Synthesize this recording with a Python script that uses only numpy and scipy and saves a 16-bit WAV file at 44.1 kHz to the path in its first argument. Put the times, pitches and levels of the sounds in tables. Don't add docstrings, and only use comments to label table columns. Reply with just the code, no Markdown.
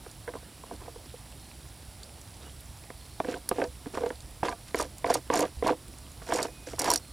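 import sys
import numpy as np
from scipy import signal
from scipy.fft import rfft, irfft, next_fast_len
from scipy.io import wavfile
from scipy.ndimage import uniform_filter1d, map_coordinates

SR = 44100
rng = np.random.default_rng(int(sys.argv[2]) if len(sys.argv) > 2 else 0)


def gain_from_db(level_db):
    decades = np.asarray(level_db, float) / 20
    return 10 ** decades


def unload_wav(signal):
    wavfile.write(
        sys.argv[1],
        SR,
        np.round(np.clip(np.atleast_2d(signal).T, -1, 1) * 32767).astype(np.int16),
    )


N = 313992

# pitch_hz, level_db (per Hz)
RUMBLE = [(15, -43), (30, -13.5), (55, 0), (70, 2.5), (82, -5.5), (120, -5), (170, -11.5), (300, -61)]
# pitch_hz, level_db (per Hz)
EMBERS = [(110, -39), (200, -3.5), (330, -6), (430, -11.5), (710, -9.5), (2200, -21), (3000, -31)]
# pitch_hz, level_db (per Hz)
SIZZLE = [(1060, -20), (2000, -3), (3800, 0.5), (5800, -0.5), (6350, -8), (7200, -1.5), (9400, 0),
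          (10300, 3.5), (11300, -6), (15200, -10), (16500, -55)]
# start_s, peak_db, main_ring_hz, brightness_db, t60_s
KNOCKS = [(0.063, -35.5, 340, -14, 0.024), (0.278, -27, 600, -4, 0.045), (0.2846, -29, 470, -9, 0.07),
          (0.291, -34, 950, -8, 0.04), (0.3368, -33.5, 560, -10, 0.035), (0.352, -32, 605, -16, 0.033),
          (0.366, -37, 980, -14, 0.046), (0.428, -42.5, 600, -5, 0.025), (0.6367, -36, 680, -21, 0.026),
          (0.665, -42, 450, -10, 0.035), (0.7103, -31, 766, -12, 0.035), (0.7205, -34, 270, -25, 0.06),
          (0.736, -35.5, 260, -20, 0.066), (0.815, -41, 620, -23, 0.045), (0.858, -42, 900, -20, 0.035),
          (0.8795, -32.5, 680, -23, 0.059), (0.959, -37.5, 400, -27, 0.034), (1.1402, -36, 513, -19, 0.042),
          (2.903, -28.5, 390, -5, 0.022), (3.2011, -16.5, 800, -7.5, 0.026), (3.247, -27, 400, -11, 0.05),
          (3.2841, -22, 440, -21, 0.055), (3.341, -27.5, 420, -1, 0.064), (3.4893, -34, 506, -2, 0.022),
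          (3.513, -15, 570, -13, 0.03), (3.5185, -25, 400, -20, 0.035), (3.559, -35, 490, -20, 0.06),
          (3.5833, -19.5, 410, -22, 0.05), (3.594, -25, 380, -29, 0.07), (3.601, -26, 450, -20, 0.05),
          (3.6172, -17.5, 480, -13, 0.08), (3.632, -26, 490, -25, 0.1), (3.639, -21, 490, -14, 0.08),
          (3.859, -33, 400, -8, 0.03), (3.866, -27.5, 260, -24, 0.041), (3.938, -32, 350, -15, 0.04),
          (3.951, -31, 400, -10, 0.03), (3.9735, -20, 420, -16, 0.03), (3.979, -24, 580, -18, 0.045),
          (4.0085, -28, 490, -20, 0.07), (4.019, -26, 490, -20, 0.05), (4.0345, -19, 454, -18, 0.055),
          (4.0602, -24, 480, -10, 0.04), (4.0645, -22, 510, -16, 0.09), (4.1042, -25, 407, -6, 0.028),
          (4.4305, -14, 754, -10, 0.035), (4.451, -24, 900, -4, 0.037), (4.4628, -26.5, 510, -24, 0.035),
          (4.4842, -21, 1000, -1.5, 0.099), (4.515, -33, 700, -1, 0.033), (4.525, -27.5, 880, -4, 0.07),
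          (4.7455, -12.5, 510, -2.5, 0.019), (4.7982, -19, 1110, -15, 0.033),
          (4.8172, -24, 700, -13, 0.058), (4.8487, -35, 415, -15, 0.07), (5.0442, -15.5, 590, -6, 0.03),
          (5.066, -21.5, 730, -9, 0.015), (5.0938, -25, 800, -4, 0.03), (5.1008, -13.5, 700, -14, 0.055),
          (5.153, -17, 620, -16, 0.045), (5.3013, -13.5, 504, -6, 0.026), (5.327, -26, 900, -4, 0.03),
          (5.3337, -21, 920, -5, 0.03), (5.338, -18, 950, -7, 0.03), (5.3447, -20, 670, -23, 0.05),
          (5.3652, -24, 460, -5, 0.083), (5.3922, -19.5, 590, -8, 0.043), (5.4107, -19.5, 455, -26, 0.067),
          (5.425, -19, 520, -25, 0.06), (5.4366, -22, 716, -15, 0.035), (5.4555, -25, 450, -12, 0.035),
          (5.6255, -17.5, 450, -9.5, 0.03), (5.6615, -18.5, 560, -14.5, 0.045),
          (5.67, -20, 950, -10, 0.035), (5.685, -19, 900, -10, 0.03), (5.6919, -16.5, 900, -10, 0.035),
          (5.7032, -17, 440, -16, 0.081), (6.2183, -38, 920, -11, 0.035), (6.2894, -30.5, 570, 0, 0.05),
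          (6.3, -31, 500, -12, 0.04), (6.3045, -27, 700, -6, 0.05), (6.314, -28, 800, -8, 0.04),
          (6.3219, -15.5, 850, -5, 0.04), (6.35, -21.5, 500, -21, 0.055), (6.366, -25.5, 734, -19, 0.07),
          (6.377, -27, 900, -3, 0.03), (6.3844, -24, 750, -10, 0.039), (6.389, -21, 850, -6, 0.04),
          (6.399, -24, 600, -10, 0.04), (6.409, -29, 900, -5, 0.04), (6.4192, -29, 370, -20, 0.075),
          (6.4519, -24, 573, -15.5, 0.054), (6.4843, -38, 547, -30, 0.059), (6.6712, -31, 340, -6, 0.042),
          (6.7335, -30, 400, -20, 0.035), (6.783, -31, 900, -18, 0.03), (6.794, -28, 500, -3, 0.05),
          (6.8075, -33, 900, 0, 0.04), (6.8187, -24, 507, -15, 0.03), (6.8432, -26, 980, -11, 0.043),
          (6.855, -25, 1000, -6, 0.05), (6.863, -27, 980, 0, 0.04), (6.8752, -22, 950, -4.5, 0.04),
          (6.88, -19, 980, -6, 0.05), (6.9009, -21, 980, -16, 0.11), (6.9144, -19, 940, -17, 0.029),
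          (6.9348, -24, 635, -2, 0.046), (6.9575, -28, 670, 7, 0.038)]
# pitch_hz, level_db, t60_share (of the blow's or slip's t60)
TRAY = [(270, 0.5, 0.68), (311.8, -4.5, 1.6), (390, -4, 0.9), (490, 3.5, 1.2), (580, -5, 0.8),
        (670, 3, 0.96), (783, 6.5, 0.27), (980, 6, 0.57), (1192, -4.5, 1.1), (1576, 1, 0.27),
        (2220, -8.5, 0.43), (2580, -9.5, 0.18), (3400, -10.5, 0.12)]
# start_s, peak_db, main_ring_hz, top_db
TICKS = [(0.1133, -37, 7200, 1), (2.032, -32, 4530, -15), (2.041, -38, 4500, -4), (2.214, -38, 7400, -1),
         (2.6069, -34.5, 8130, 8), (3.312, -34, 8600, -6), (3.4903, -13.5, 7000, 10),
         (3.6394, -31.5, 5070, -19.5), (4.062, -37, 4500, -15), (4.091, -36, 3800, -15),
         (4.156, -38, 3700, -8), (4.205, -36.5, 4570, -15), (4.4837, -32, 4020, -19),
         (4.492, -30, 5170, -16), (4.7454, -30, 3770, -12), (4.7563, -30, 7100, 3), (4.7662, -32, 7140, 0),
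         (4.781, -33, 7200, -3), (4.7887, -23.5, 6000, 10), (4.8023, -26, 6970, -10),
         (4.8107, -23, 8700, -3), (4.825, -26, 7340, 1), (4.9825, -31.5, 7960, 3), (5.0733, -32, 4710, 3),
         (5.1052, -26, 4010, -9), (5.14, -14, 4700, 0), (5.143, -17, 6500, 0), (5.1472, -24, 4520, -6),
         (5.3385, -19.5, 7350, -7), (5.3568, -18, 7210, -1), (5.363, -26, 5640, -12),
         (5.374, -19, 7000, -11), (5.3918, -23, 6850, 8), (5.4059, -14.5, 7000, -2),
         (5.426, -27, 7110, -11), (5.67, -26, 6960, -9), (5.6785, -24.5, 4240, -1), (5.985, -36, 8800, 1),
         (6.118, -37.5, 8800, 3), (6.3369, -19.5, 7000, -3), (6.3423, -24, 5600, -6),
         (6.3593, -23, 8620, -14), (6.3845, -30, 6730, -9), (6.4046, -31, 5700, -8),
         (6.4192, -28, 3970, -15), (6.4285, -15, 7150, -7), (6.793, -13, 8690, 3), (6.7963, -18, 5800, 0),
         (6.8178, -15.5, 5800, 1), (6.8437, -18, 5840, 2), (6.8576, -27, 5580, 5), (6.882, -26, 5540, -1),
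         (6.9028, -9, 5700, 3), (6.9148, -13.5, 5700, 3), (6.9296, -24, 8740, -9), (6.937, -10, 6000, 0),
         (6.959, -10.5, 5670, -2), (6.975, -24.5, 5800, -6)]
# pitch_hz, level_db, t60_s
SPOON = [(3700, -10.5, 0.003), (4570, -5.5, 0.0059), (5700, -9, 0.022), (6430, -15, 0.051),
         (6770, 1, 0.0028), (7350, -1.5, 0.0022), (8700, -3.5, 0.0036), (10000, -2, 0.0026),
         (12240, -2, 0.0014), (14750, -13, 0.0014)]
# start_s, hardest_s, end_s, pressure_db, edge_over_tray_db
STROKES = [(0.338, 0.362, 0.37, -51, -12), (0.63, 0.72, 0.75, -58, -14), (0.8, 0.83, 0.9, -52.5, -12),
           (2.41, 2.442, 2.52, -50, -13), (3.235, 3.327, 3.39, -38.5, -17), (3.545, 3.602, 3.66, -44, -14),
           (3.93, 3.953, 4, -41, -10.5), (4, 4.034, 4.17, -50, -17), (4.431, 4.448, 4.54, -33, -15.5),
           (4.667, 4.675, 4.74, -57.5, 2), (4.76, 4.796, 4.87, -37, -8), (5.057, 5.128, 5.195, -35, -10),
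           (5.312, 5.37, 5.49, -29.5, -15), (5.635, 5.677, 5.75, -31, -18), (5.953, 5.97, 5.9, -58, 1.5),
           (6.215, 6.232, 6.3, -56.5, 0), (6.265, 6.402, 6.5, -38, -9), (6.665, 6.683, 6.8, -50.5, 1),
           (6.783, 6.89, 6.98, -36, -5)]
# pitch_hz, level_db
DRAG = [(270, -1), (390, 0), (480, -3), (680, -3), (980, -8), (1300, -9), (2000, -25)]
# pitch_hz, level_db (per Hz)
CRUNCH = [(500, -50), (800, -26), (1300, -3), (2200, -3), (3500, -5), (5500, -11), (9000, -25),
          (12000, -60)]
# pitch_hz, level_db (per Hz)
RASP = [(2500, -8.5), (3500, -4.5), (5200, 4), (5550, 4), (5710, 9.5), (5900, 3), (6200, -2), (6900, 2),
        (9900, -4), (13000, -14), (16000, -40)]
# start_s, end_s, first_hz, last_hz, level_db
WHISTLES = [(0.42, 0.48, 2880, 2800, -64), (0.495, 0.58, 2960, 2920, -64), (0.595, 0.64, 2750, 2900, -64),
            (0.66, 0.76, 2900, 2850, -64), (1.39, 1.54, 4200, 4280, -63), (1.354, 1.45, 3800, 3740, -66),
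            (2.41, 2.45, 3740, 3720, -59), (2.443, 2.492, 2960, 2880, -57.5),
            (2.99, 3.195, 4240, 4370, -61), (6.46, 6.693, 2490, 2490, -60.5), (7.008, 7.2, 4250, 4250, -60)]
# start_s, pitch_hz, level_db (where its decay starts), t60_s
THUMP = (5.57, 68, -27, .2)

RUMBLE_DB, RUMBLE_DB_PER_S = -50.5, 0.31
EMBER_DB, SIZZLE_DB, SPIT_DB = -55.5, -54.5, -38.0
REST_S, THUD_HZ, THUD_DB = 0.035, 400, -3.5
NEAR_DB, NEAR_DB_PER_S = 6.5, 2600
CRACK_S, CRACK_S_PER_DB = 0.011, 0.0003
START_DB, LIFT_DB, SHOULDER = -9.5, -24.5, 2.16
EDGE_SWING = 0.76
CRUNCH_DB, CRUNCH_EDGE = -1.5, 0.52
SHAKE_DB, SHAKE_CRUNCH_DB, SHAKE_S = -20, -12, 0.1
CHATTER_DB, CHATTER_S = -25, 0.054
SLIPS_PER_S, SLIP_T60_S, SPOTS = 520, 0.036, 16
RIGHTWARD_DB = 1.4


def unit(x):
    return x / np.sqrt(np.mean(x ** 2) + 1e-20)


def coloured(x, spectrum):
    m = next_fast_len(N + 8192)
    hz, db = np.transpose(spectrum)
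    gain = gain_from_db(np.interp(np.log(np.fft.rfftfreq(m, 1 / SR) + 1), np.log(hz + 1), db))
    return unit(irfft(rfft(x, m) * gain, m)[:N])


def wobble(rate):
    knots = rng.standard_normal(int(N * rate / SR) + 4)
    return map_coordinates(knots, [np.arange(N) * rate / SR])


def patchy(depth_db):
    z = signal.stft(rng.standard_normal(N), nperseg=512)[2]
    field = uniform_filter1d(rng.standard_normal(z.shape), size=5, axis=0)
    field = uniform_filter1d(field, size=10, axis=1)
    return signal.istft(z * gain_from_db(depth_db * unit(field)), nperseg=512)[1][:N]


def grains(rate, spread_db, life):
    hit = rng.random(N) < rate / SR
    size = hit * gain_from_db(spread_db * np.minimum(rng.exponential(size=N), 4))
    fade = gain_from_db(-60 * np.arange(SR // 20) / SR / life)
    return signal.fftconvolve(size, fade)[:N] * rng.standard_normal(N)


def blips(count, low_hz, octaves, cycles, spread_db):
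    when, pitch, size = rng.random((count, 3)).T
    t = np.arange(500) / SR
    hz = low_hz * 2 ** (octaves * pitch[:, None])
    blip = np.sin(2 * np.pi * hz * t) * gain_from_db(-spread_db * size[:, None] - 60 * t * hz / cycles)
    at = (when * N).astype(int)[:, None] + np.arange(len(t))
    return np.bincount(at.ravel(), blip.ravel(), N + len(t))[:N]


def ring(t, hz, db, t60):
    sense = (-1) ** np.arange(len(hz))[:, None]
    decay = gain_from_db(db[:, None] - 60 * t / t60[:, None])
    return np.sum(sense * decay * np.sin(2 * np.pi * hz[:, None] * t), axis=0)


def add(track, s, sound, peak_db):
    track[round(s * SR):][:len(sound)] += gain_from_db(peak_db) * sound / np.abs(sound).max()


def grill():
    rumble_gain = gain_from_db(RUMBLE_DB + RUMBLE_DB_PER_S * np.arange(N) / SR)
    rumble = rumble_gain * coloured(patchy(depth_db=1.5), RUMBLE)
    crackle = unit(grains(rate=8.3, spread_db=-2.5, life=0.023))
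    embers = coloured(patchy(depth_db=1.6) + 0.25 * crackle, EMBERS)
    sputter = unit(grains(rate=30, spread_db=4, life=0.015))
    sizzle = coloured(patchy(depth_db=0.3) + 0.2 * sputter, SIZZLE)
    spits = blips(count=260, low_hz=2480, octaves=2, cycles=16, spread_db=12.5)
    return rumble + gain_from_db(EMBER_DB) * embers + gain_from_db(SIZZLE_DB) * sizzle + gain_from_db(SPIT_DB) * spits


def knocks():
    out, t = np.zeros(N + SR), np.arange(SR // 5) / SR
    hz, db, share = np.transpose(TRAY)
    chance = rng.standard_normal((len(KNOCKS), 2, len(TRAY)))
    rattle = 0.05 * rng.standard_normal((len(KNOCKS), 600)) * gain_from_db(-60 * t[:600] / 0.03)
    rattle[:, 0] = 1
    at_rest = np.diff([row[0] for row in KNOCKS], prepend=0) > REST_S
    for row, (loud, tune), contact, rested in zip(KNOCKS, chance, rattle, at_rest):
        s, peak_db, main_hz, bright_db, t60 = row
        near_db = -250 * t60 * np.abs(np.log2(hz / main_hz))
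        favoured = np.where(hz < 1300, near_db, bright_db + 4)
        favoured = np.where(rested & (hz < THUD_HZ), np.maximum(favoured, THUD_DB), favoured)
        sound = ring(t, hz * (1 + 0.022 * tune), db + favoured + 2.5 * loud, share * t60)
        sound *= (1 - np.exp(-t / 0.00008)) ** 2
        add(out, s, np.convolve(sound, contact)[:len(t)], peak_db)
    return out[:N]


def ticks():
    out, t = np.zeros(N + SR), np.arange(SR // 25) / SR
    hz, db, spoon_t60 = np.transpose(SPOON)
    chance = rng.standard_normal((len(TICKS), len(SPOON)))
    noise = rng.standard_normal((len(TICKS), len(t)))
    noise[:, 0] = 6.5
    loss_per_octave = NEAR_DB + NEAR_DB_PER_S * spoon_t60 * (spoon_t60 > 0.01)
    for (s, peak_db, main_hz, top_db), loud, crack in zip(TICKS, chance, noise):
        near_db = -loss_per_octave * np.abs(np.log2(hz / main_hz))
        favoured = np.where(hz < 9000, near_db, top_db - 2.5)
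        tuned_hz = hz * (1 + 0.01 * loud[::-1])
        sound = ring(t, tuned_hz, db + favoured + 2.5 * loud, spoon_t60)
        sound *= 1 - np.exp(-t / 0.00008)
        crack_fade = gain_from_db(-60 * t / (CRACK_S - CRACK_S_PER_DB * peak_db))
        add(out, s, np.convolve(sound, crack * crack_fade)[:len(t)], peak_db)
    return out[:N]


def contact_levels():
    t, level = np.arange(N) / SR, np.zeros((3, N))
    for start, hardest, end, db, edge_db in STROKES:
        on = slice(round(start * SR), round(end * SR))
        before = t[on] < hardest
        away = np.where(before, (hardest - t[on]) / (hardest - start), (t[on] - hardest) / (end - hardest))
        ease_db = np.where(before, START_DB, LIFT_DB) * np.abs(away) ** SHOULDER
        part_db = np.array([[0], [CRUNCH_DB + CRUNCH_EDGE * edge_db], [edge_db]])
        level[:, on] += gain_from_db(db + ease_db * [[1], [1], [EDGE_SWING]] + part_db)
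    for s, peak_db, *_ in KNOCKS:
        shake_db = peak_db + SHAKE_DB - 60 * t[:SR // 8] / SHAKE_S
        level[:2, round(s * SR):][:, :len(shake_db)] += gain_from_db(shake_db + [[0], [SHAKE_CRUNCH_DB]])
    for s, peak_db, *_ in TICKS:
        chatter_db = peak_db + CHATTER_DB - 60 * t[:SR // 20] / CHATTER_S
        level[2, round(s * SR):][:SR // 20] += gain_from_db(chatter_db)
    return level


def drags():
    tray_level, weave_level, edge_level = contact_levels()
    t = np.arange(SR // 8) / SR
    hz, db, share = np.transpose(TRAY)
    slip_size = rng.standard_normal(N) * gain_from_db(2.2 * rng.standard_normal(N))
    slips = unit((rng.random(N) < SLIPS_PER_S / SR) * slip_size)
    drag_hz, drag_db = np.transpose(DRAG)
    woken_db = db + np.interp(np.log(hz), np.log(drag_hz), drag_db)
    spot = rng.integers(SPOTS, size=N)
    boom = np.zeros(N)
    for k, (loud, tune) in enumerate(rng.standard_normal((SPOTS, 2, len(TRAY)))):
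        body = ring(t, hz * (1 + 0.05 * tune), woken_db + 4 * loud, share * SLIP_T60_S)
        spot_slips = tray_level * slips * (spot == k)
        boom += signal.fftconvolve(spot_slips, body / np.linalg.norm(body))[:N]
    snaps = blips(count=4500, low_hz=1100, octaves=2.2, cycles=10, spread_db=24)
    crumbling = grains(rate=600, spread_db=3.8, life=0.016)
    crunch = coloured(0.6 * unit(snaps) + unit(crumbling), CRUNCH)
    rasp = coloured(grains(rate=800, spread_db=3.5, life=0.014), RASP)
    return boom + weave_level * crunch + edge_level * rasp


def whistles():
    t, out = np.arange(N) / SR, np.zeros(N)
    for start, end, first_hz, last_hz, db in WHISTLES:
        hz = np.interp(t, [start, end], [first_hz, last_hz])
        swell = np.clip(np.minimum(t - start, end - t) / 0.012, 0, 1)
        phase = 2 * np.pi * np.cumsum(hz * (1 + 0.017 * wobble(450))) / SR
        out += gain_from_db(db + 2.5 * wobble(80)) * swell * np.sin(phase)
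    return out


def thump():
    s, hz, db, t60 = THUMP
    t = np.clip(np.arange(N) / SR - s, 0, None)
    return gain_from_db(db - 60 * t / t60) * (1 - np.exp(-t / 0.0039)) * np.sin(2 * np.pi * hz * t)


def scene():
    mono = grill() + knocks() + ticks() + drags() + whistles() + thump()
    return mono * gain_from_db([[-RIGHTWARD_DB], [RIGHTWARD_DB]])


def roll_off(x):
    return signal.sosfilt(signal.butter(12, 16100, fs=SR, output="sos"), x)


def record(dry):
    return roll_off(dry)


dry = scene()
out = record(dry)
unload_wav(out)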